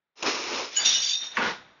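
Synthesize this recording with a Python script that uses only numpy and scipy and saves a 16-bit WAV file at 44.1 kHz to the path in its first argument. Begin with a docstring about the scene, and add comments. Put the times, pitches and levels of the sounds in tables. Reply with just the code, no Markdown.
"""Glass breaking in a street at night, taken in mono on a narrow-band outdoor microphone.
A double snap sets off a rough rush of noise. Then small shards spill over a low crunch, and bigger
pieces clink against each other, each ringing in its own modes, with echoes off the near walls.
Last, a dull bang rings between the house fronts and dies away."""
import sys
import numpy as np
from scipy import signal
from scipy.fft import rfft, irfft
from scipy.io import wavfile

SR = 44100
rng = np.random.default_rng(int(sys.argv[2]) if len(sys.argv) > 2 else 0)


def digitize_waveform(pressure):
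    """Quantize a signal to 16-bit integers and store it at the path in sys.argv[1].

    Rows of a 2-D input are taken as channels; values are limited to [-1, 1].
    """
    field = np.atleast_2d(pressure).T
    bounded = np.clip(field, -1, 1)
    quanta = np.round(bounded * 32767).astype(np.int16)
    wavfile.write(sys.argv[1], SR, quanta)


N = 79380
T = np.arange(N) / SR
WALLS_T60_S, STREET_T60_S = .29, 1.27
# spectrum of the street's echo and background (frequency [Hz], level [dB])
STREET_COLOUR = [(25, -16.5), (120, -1), (400, -1), (1000, 0.5), (1500, 0), (2200, -2.5), (3000, -9),
                 (3650, -4.5), (4500, -15), (6500, -24)]


def undb(db):
    """Decibels to gain."""
    return 10 ** (np.asarray(db) / 20)


def unit(x):
    """Scale to rms 1."""
    return x / np.sqrt(np.mean(x ** 2) + 1e-18)


def curve(table, column):
    """Gain over time from one dB column, silent outside the table."""
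    rows = np.array(table)
    return undb(np.interp(T, rows[:, 0], rows[:, column], left=-140, right=-140))


def coloured(points, source=None):
    """Noise, or a given source, filtered by a spectrum of (Hz, dB) points; rms 1."""
    hz, db = np.array(points).T
    bin_hz = np.maximum(np.arange(N // 2 + 1) * SR / N, 1)
    gain = undb(np.interp(np.log(bin_hz), np.log(hz), db))
    x = rng.standard_normal(N) if source is None else source
    return unit(irfft(rfft(x) * gain, N))


def fade(start, t60, attack=1 / SR):
    """A straight attack and an exponential decay."""
    age = np.maximum(T - start, 0)
    return np.minimum(age / attack, 1) * np.exp(-np.log(1000) * age / t60)


def ticks(per_s):
    """Impulses of random time and strength."""
    return (rng.random(N) < per_s / SR) * rng.standard_normal(N)


def ring(modes, start, attack):
    """Decaying modes (Hz, dB, t60 in s) struck at one moment."""
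    first = int(start * SR)
    age, out = T[:min(N - first, SR // 2)], np.zeros(N)
    tones = sum(undb(db - 60 * age / t60) * np.sin(2 * np.pi * hz * age) for hz, db, t60 in modes)
    out[first:first + len(age)] = tones * np.minimum(age / attack, 1)
    return out


def background():
    """The night street: a very faint, steady noise."""
    return undb(-89.5) * coloured(STREET_COLOUR)


def snaps():
    """Two short bursts of noise, a few milliseconds apart."""
    # the bursts (time [s], level [dB], t60 [s])
    bursts = [(.2252, -17, 0.027), (0.2316, -21, 0.016)]
    # their spectrum (frequency [Hz], level [dB])
    colour = [(60, -22), (170, -10), (340, 3.5), (1150, 0), (1750, -13.5), (2550, 3.5), (3750, -7.5),
              (6900, -5.5)]
    return coloured(colour) * sum(undb(db) * fade(start, t60) for start, db, t60 in bursts)


def gritty(grit=.4):
    """Smooth noise roughened with dense grains."""
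    return rng.standard_normal(N) * (1 - grit) + grit * unit(ticks(per_s=1500))


def rush():
    """A gritty rush of noise that swells twice, a low body under a hiss."""
    # course of the rush (time [s], body level [dB], hiss level [dB])
    levels = [(.155, -73, -71), (.173, -60.5, -50.5), (.214, -47.5, -44.5), (.24, -33.5, -39.5),
              (.252, -28, -32), (.274, -25, -23.5), (.336, -36.5, -29.5), (.36, -32, -30.5),
              (.426, -39, -33), (.51, -35, -32.5), (.545, -33, -29.5), (.62, -34.5, -31.5),
              (.708, -50.5, -43), (.77, -53.5, -38.5), (.86, -84, -70)]
    # spectra of body and hiss (frequency [Hz], level [dB])
    body_colour = [(25, -33), (100, -21.5), (190, -16.5), (270, -3.5), (410, 1.5), (530, -0.5), (700, -7),
                   (950, -1.5), (1250, -2.5), (1700, -11), (2600, -24.5), (7000, -45)]
    hiss_colour = [(700, -27.5), (1700, -5.5), (2450, 4), (3300, -2), (4000, 0.5), (4650, -4), (5250, 3.5),
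                   (5900, -2), (6900, -8)]
    body = coloured(body_colour, gritty()) * curve(levels, column=1)
    hiss = coloured(hiss_colour, gritty()) * curve(levels, column=2)
    return body + hiss


def shards(count=2000, low_hz=1700, high_hz=7200, mean_t60_s=.049, spread_db=5.5):
    """Many small splinters of glass ping briefly over a low crunch."""
    # course of the spill (time [s], shard level [dB], crunch level [dB])
    levels = [(.72, -45, -52), (.76, -40.5, -50.5), (.805, -34, -33.5), (.838, -36, -36.5),
              (.854, -22.5, -34.5), (.895, -23.5, -36.5), (.955, -23, -40.5), (.99, -31.5, -40.5),
              (1.04, -29, -46), (1.11, -30, -50.5), (1.2, -46, -52.5), (1.238, -41, -44), (1.3, -50, -52.5),
              (1.33, -51, -47), (1.366, -44.5, -40.5), (1.42, -67.5, -70)]
    # spectra of shards and crunch (frequency [Hz], level [dB])
    shard_colour = [(1700, -17), (2300, -8), (2700, -3), (3100, 1.5), (3700, 3), (4300, -2), (5000, -4),
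                    (5700, 3), (6200, -1), (6800, -11.5)]
    crunch_colour = [(25, -32), (55, -21.5), (110, -9), (280, -5.5), (600, -2), (1200, 0), (1900, 2.5),
                     (2700, -0.5), (3500, -7.5), (7000, -14.5)]
    first, last = levels[0][0], levels[-1][0]
    age, spill = T[:N // 24], np.zeros(2 * N)
    for when, pitch, strength, length in rng.random((count, 4)):
        hz = low_hz + (high_hz - low_hz) * pitch
        t60 = mean_t60_s * (.5 + length)
        ping = np.sin(2 * np.pi * hz * age) * np.exp(-np.log(1000) * age / t60)
        i = int((first + when * (last - first)) * SR)
        spill[i:i + len(age)] += undb(spread_db * (2 * strength - 1)) * ping
    pings = coloured(shard_colour, spill[:N]) * np.sqrt((last - first) * SR / N)  # rms 1 while it lasts
    return pings * curve(levels, column=1) + coloured(crunch_colour) * curve(levels, column=2)


def clinks(settle_s=1.17):
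    """Each contact cracks and rings one piece of glass; the near walls and the street echo it."""
    # modes of each named piece (frequency [Hz], level [dB], t60 [s])
    pieces = { "thin": [(1612, -18, .22), (2960, -3, .15), (5444, -17, .1), (6728, -7, .07),
              (6775, -1, .11), (6893, -4.5, .18)], "short": [(1622, -19, .15), (4666, 0, .16),
              (4689, -7, .14), (6805, -12.5, .12)], "middle": [(3502, -4, .27), (3531, -10, .2),
              (5436, -5, .25), (5456, -8, .2), (6546, -2.5, .25)], "large": [(2556, -18, .08),
              (3601, -9.5, .13), (3660, 2, .22), (3688, -12, .18), (3988, -13, .15), (4120, -10, .15),
              (5629, -3, .25), (5673, -.5, .25), (6312, -9, .06), (6472, -7, .07), (6570, -10, .12)], }
    # glass striking glass (time [s], piece, level [dB], treble tilt [dB/octave])
    contacts = [(.7525, "thin", -31.5, 1.5), (.7648, "thin", -15.5, 5), (.7825, "thin", -26, -6),
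                (.796, "short", -24, -9), (.8115, "middle", -30.5, -17), (.8548, "large", -17, 5),
                (.8712, "large", -30, 4), (.9025, "large", -26.5, -7.5), (.9228, "large", -25, -3.5),
                (.9462, "thin", -28.5, -13.5), (.9512, "large", -27.5, -4), (.9745, "middle", -29, 2),
                (.9975, "large", -26.5, -2), (1.0222, "short", -25, 2), (1.0392, "middle", -23, -7),
                (1.0633, "short", -24, 3.5), (1.082, "short", -31, 4.5), (1.0912, "middle", -22.5, -2.5),
                (1.1062, "short", -28, 3.5), (1.1297, "large", -25, -16.5), (1.1512, "large", -26, -17.5),
                (1.1792, "large", -27.5, -11.5), (1.2124, "large", -32.5, -19), (1.229, "large", -33, -18),
                (1.2422, "large", -37.5, 2.5), (1.2652, "large", -33, -11.5), (1.3142, "large", -38.5, -18)]
    # spectrum of a contact's crack (frequency [Hz], level [dB])
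    crack_colour = [(800, -19.5), (2000, -6.5), (4000, -0.5), (5000, 2.5), (6500, -1.5)]
    direct, crack = np.zeros(N), coloured(crack_colour)
    for start, piece, db, tilt_db in contacts:
        t60_scale = .51 if start > settle_s else 1  # rocking on the ground shortens the ring
        modes = [(hz, mode_db + tilt_db * np.log2(max(hz, 3400) / 4500), t60 * t60_scale)
                 for hz, mode_db, t60 in pieces[piece]]
        click = undb(-5) * crack * fade(start, t60=.013)
        direct += undb(db) * (ring(modes, start, attack=.006) + click)
    near = with_echoes(direct, db=-4.5, t60=WALLS_T60_S)
    return with_echoes(near, db=-25, t60=STREET_T60_S)


def with_echoes(x, db, t60):
    """The sound plus its dense reflections from the house fronts."""
    reflections = ticks(per_s=900) * fade(0, t60, attack=.008)
    return x + undb(db) * signal.fftconvolve(x, reflections / np.linalg.norm(reflections))[:N]


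def bang(start=1.369, chirp_from_hz=2200, chirp_to_hz=703, chirp_fall_s=.009):
    """A rough knock with a falling chirp; noise swells behind it, something rings, the street echoes."""
    # spectra of the bang's noisy parts (frequency [Hz], level [dB])
    knock_colour = [(150, -29), (600, -14.5), (1000, 4.5), (1900, 1), (2600, 1), (3200, -12), (7000, -21.5)]
    boom_colour = [(25, -33.5), (80, -16), (140, -7.5), (205, 5), (270, 0.5), (480, 4), (750, -3),
                   (1300, -15.5), (4000, -52)]
    crack_colour = [(200, -20), (600, -10), (930, 0), (1180, -3.5), (1500, -1.5), (1950, -2), (2500, -8),
                    (3200, -9.5), (7000, -28)]
    hiss_colour = [(1200, -27), (2900, -3.5), (3700, 3.5), (4600, -3.5), (5600, -1.5), (6800, -12.5)]
    age = np.maximum(T - start, 0)

    def swell(colour, db, attack, hold, sag_db_per_s, t60):
        """Noise that builds, sags until the hold time is over, then dies away."""
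        held = np.minimum(age / attack, 1) * undb(db - sag_db_per_s * np.minimum(age, hold))
        release = np.exp(-np.log(1000) * np.maximum(age - hold, 0) / t60)
        return coloured(colour) * held * release

    echo = undb(-41) * coloured(STREET_COLOUR) * fade(start, STREET_T60_S, attack=.06)
    knock = undb(-22) * coloured(knock_colour) * fade(start, t60=.25)
    boom = swell(boom_colour, db=-31, attack=.016, hold=.12, sag_db_per_s=36, t60=.2243)
    crack = swell(crack_colour, db=-24.5, attack=.06, hold=.12, sag_db_per_s=35, t60=.2662)
    hiss = swell(hiss_colour, db=-32, attack=.13, hold=.125, sag_db_per_s=28, t60=.2953)
    hz = chirp_to_hz + (chirp_from_hz - chirp_to_hz) * np.exp(-age / chirp_fall_s)
    phase = 2 * np.pi * np.cumsum(hz * (age > 0)) / SR
    chirp = undb(-19) * np.sin(phase) * fade(start, t60=.05, attack=.0019)
    ringing = ring([(1435, -32, .26), (1454, -24.5, .38), (1640, -40, .3)], start + .042, attack=.0074)
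    return knock + with_echoes(chirp, db=-5, t60=WALLS_T60_S) + boom + crack + hiss + ringing + echo


def scene():
    """All sources at one microphone in the street, the same in both channels."""
    mono = snaps() + rush() + clinks() + shards() + bang() + background()
    return np.array([mono, mono])


def record(dry):
    """The narrow-band microphone and recorder cut the treble steeply."""
    top_hz = 6950
    return signal.sosfilt(signal.ellip(12, .2, 85, top_hz, fs=SR, output="sos"), dry)


dry = scene()
out = record(dry)
digitize_waveform(out)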